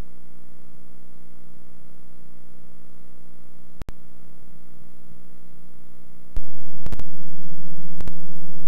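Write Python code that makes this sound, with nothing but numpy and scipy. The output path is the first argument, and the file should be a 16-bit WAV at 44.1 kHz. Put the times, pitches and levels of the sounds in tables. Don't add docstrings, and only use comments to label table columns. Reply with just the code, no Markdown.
import sys
import numpy as np
from scipy import signal
from scipy.fft import rfft, irfft, next_fast_len
from scipy.io import wavfile

SR = 44100
rng = np.random.default_rng(int(sys.argv[2]) if len(sys.argv) > 2 else 0)


def unload_wav(signal):
    wavfile.write(
        sys.argv[1],
        SR,
        np.round(np.clip(np.atleast_2d(signal).T, -1, 1) * 32767).astype(np.int16),
    )


N = 382347
T = np.arange(N) / SR
FIELD_HZ, LINE_HZ = 60.982, 15093
JOIN_S = 6.366


def from_db(db):
    return 10 ** (np.asarray(db) / 20)


def sine(hz, t=T):
    return np.sqrt(2) * np.sin(2 * np.pi * hz * t)


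def white():
    return rng.standard_normal(N) * np.sqrt(SR / 2)


def resonance(x, hz, width_hz):
    r = np.exp(-np.pi * width_hz / SR)
    zeros = np.array([1, 0, -1]) * (1 - r * r) / 2
    poles = [1, -2 * r * np.cos(2 * np.pi * hz / SR), r * r]
    return signal.lfilter(zeros, poles, x)


def low_pass(x, hz, order=1):
    return signal.sosfilt(signal.butter(order, hz, fs=SR, output="sos"), x)


def coloured(x, spectrum):
    size = next_fast_len(N)
    hz, level_db = np.transpose(spectrum)
    bins = np.maximum(np.fft.rfftfreq(size, 1 / SR), 1)
    gain = from_db(np.interp(np.log(bins), np.log(hz), level_db))
    return irfft(rfft(x, size) * gain, size)[:N]


def swell_at(peak_s, fall_s):
    return np.exp(-((T - peak_s) / fall_s) ** 2)


def pulse(ms, start, width, edge_ms):
    return (np.tanh((ms - start) / edge_ms) - np.tanh((ms - start - width) / edge_ms)) / 2


def field_ms(clock):
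    return clock * FIELD_HZ % 1 * 1000 / FIELD_HZ


def idle_hiss():
    # (frequency [Hz], density [dB per Hz])
    floor = [(30, -80), (65, -105), (95, -84), (160, -101), (250, -107), (310, -113), (600, -110),
             (2000, -113), (6700, -114), (9000, -116), (15700, -118)]
    return coloured(white(), floor)


def microphone_noise():
    # (frequency [Hz], density [dB per Hz])
    floor = [(30, -86), (100, -80.5), (220, -81), (320, -90), (700, -94), (1500, -103), (2600, -107),
             (5000, -109), (9000, -109), (12000, -111), (15700, -109)]
    # (centre [Hz], width [Hz], density [dB per Hz])
    bands = [(133.9, 6.6, -74), (152.1, 7.6, -69), (225.2, 7.9, -80.5), (509, 63, -84.5), (1077, 390, -96),
             (2040, 337, -98), (3480, 800, -108), (4240, 360, -110), (15400, 500, -103)]
    noise = coloured(white(), floor)
    for hz, width, db in bands:
        band = white()
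        for _ in range(3):
            band = resonance(band, hz, 2 * width)
        noise += from_db(db) * band
    return noise


def electronic_whines():
    # (frequency [Hz], left level [dB], right level [dB])
    whines = [(6460, -90, -93), (14170, -88, -99)]
    return sum(from_db([[left_db], [right_db]]) * sine(hz) for hz, left_db, right_db in whines)


def far_tones(stage_width_hz=28):
    # (peak time [s], pitch [Hz], peak level [dB], time to fall to 1/e [s])
    tones = [(.5, 1825, -70, .1), (.95, 232, -59.5, 0.41), (2.58, 496, -59, .1)]
    out = np.zeros(N)
    for peak_s, hz, db, fall_s in tones:
        tone = resonance(resonance(white(), hz, stage_width_hz), hz, stage_width_hz)
        out += from_db(db) * swell_at(peak_s, fall_s) * tone / tone.std()
    return out


def rumble_and_motor(wall_hz=230, motor_hz=167.6, motor_db=-38, motor_rumble_db=-59, nearest_s=8):
    # (peak time [s], peak level [dB], time to fall to 1/e [s])
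    rumbles = [(4.27, -48, .045), (4.48, -47.5, 0.11), (4.8, -47.5, .09), (5.109, -44, 0.022),
               (5.21, -49, 0.072), (5.58, -52.5, 0.19)]
    swells = sum(from_db(db) * swell_at(peak_s, fall_s) for peak_s, db, fall_s in rumbles)
    rumble = low_pass(resonance(white(), hz=125, width_hz=90), wall_hz, order=3)
    onset = np.clip((T - JOIN_S) / .39, 0, 1) ** .5
    distance = np.hypot(1, (T - nearest_s) / .58)
    passing = onset / distance
    orders = sine(motor_hz) + from_db(-15) * sine(3 / 2 * motor_hz)
    rumble_level = swells + from_db(motor_rumble_db) * passing
    return rumble_level * rumble / rumble.std() + from_db(motor_db) * passing * orders


def regulator(clock, level_db=-65.5, rest_hz=10440, sag_hz=800, jitter_hz=80):
    load = low_pass(pulse(field_ms(clock), 11, 1.8, .5), hz=90)
    jitter = low_pass(white(), hz=400, order=2)
    hz = rest_hz - sag_hz * load + jitter_hz * jitter / jitter.std()
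    return from_db(level_db) * np.sqrt(2) * np.sin(2 * np.pi * np.cumsum(hz) / SR)


def video_leak(clock):
    # (start [ms], width [ms], height [relative])
    pulses = [(10.796, 1.206, 1.0), (12.164, .196, -.63), (12.97, .28, -.3)]
    ms = field_ms(clock)
    sync = sum(height * pulse(ms, start, width, .02) for start, width, height in pulses)
    picture = pulse(ms, 5.2, 1.7, .6)
    video = sync + .18 * picture
    direct = from_db(-40) * low_pass(video - video.mean(), hz=3700)
    ring = from_db(-41.5) * resonance(video, hz=178, width_hz=110)
    swell = picture + pulse(ms, 11.2, 1.8, .5)
    sizzle = from_db(-80) * swell * sine(LINE_HZ - 2 * FIELD_HZ, clock)
    return direct + ring + sizzle


def feeds():
    # (joining time [s], lag [ms])
    copies = [(0, 0), (6.366, 6.5), (6.366, 15.77), (6.366, 9.24), (6.366, 14.33)]
    # (time [s], length [s], feed [index])
    stalls = [(3.8172, .0702, 0), (6.8645, .07043, 1), (6.9256, .0702, 2), (8.0074, .07003, 0)]
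    # (frequency [Hz], gain [dB])
    leak_colour = [(61, 2.5), (122, 4), (190, 2), (400, -2.5), (640, 1.5), (790, 5.5), (900, -7),
                   (1200, -2), (1540, 5), (1750, -0.5), (2900, -1), (3380, 5), (3700, -3), (4350, 2),
                   (5200, -0.5), (6800, 6.5), (7600, 6.5), (11000, 17)]
    buzz, whine, running = np.zeros((3, N))
    for feed, (joins_s, lag_ms) in enumerate(copies):
        live = T >= joins_s
        clock = T - lag_ms / 1000
        for start, length, stalled_feed in stalls:
            if stalled_feed == feed:
                live &= (T < start) | (T >= start + length)
                clock -= length * (T >= start)
        buzz += live * video_leak(clock)
        whine += live * regulator(clock)
        running += live
    return coloured(buzz, leak_colour) + whine, running


def scene(offset_per_feed=.103, fade_in_s=.013):
    buzz, running = feeds()
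    noise_gain = running ** .58
    line_whistle = from_db(-68) * running ** .4 * sine(LINE_HZ)
    outside = rumble_and_motor() + far_tones()
    left = (running > 0) * (buzz + outside) + line_whistle + noise_gain * microphone_noise()
    right = noise_gain * idle_hiss()
    offset = offset_per_feed * running
    mix = np.array([left, right]) + np.sqrt(running) * electronic_whines() + offset
    fade = np.where(T < JOIN_S, 1, np.interp(T, [JOIN_S, JOIN_S + fade_in_s], [.08, 1]))
    return mix * fade


def record(dry, cutoff_hz=15750):
    rest = dry[:, :1]
    top_cut = signal.ellip(12, .1, 80, cutoff_hz, fs=SR, output="sos")
    return rest + signal.sosfilt(top_cut, dry - rest)


dry = scene()
out = record(dry)
unload_wav(out)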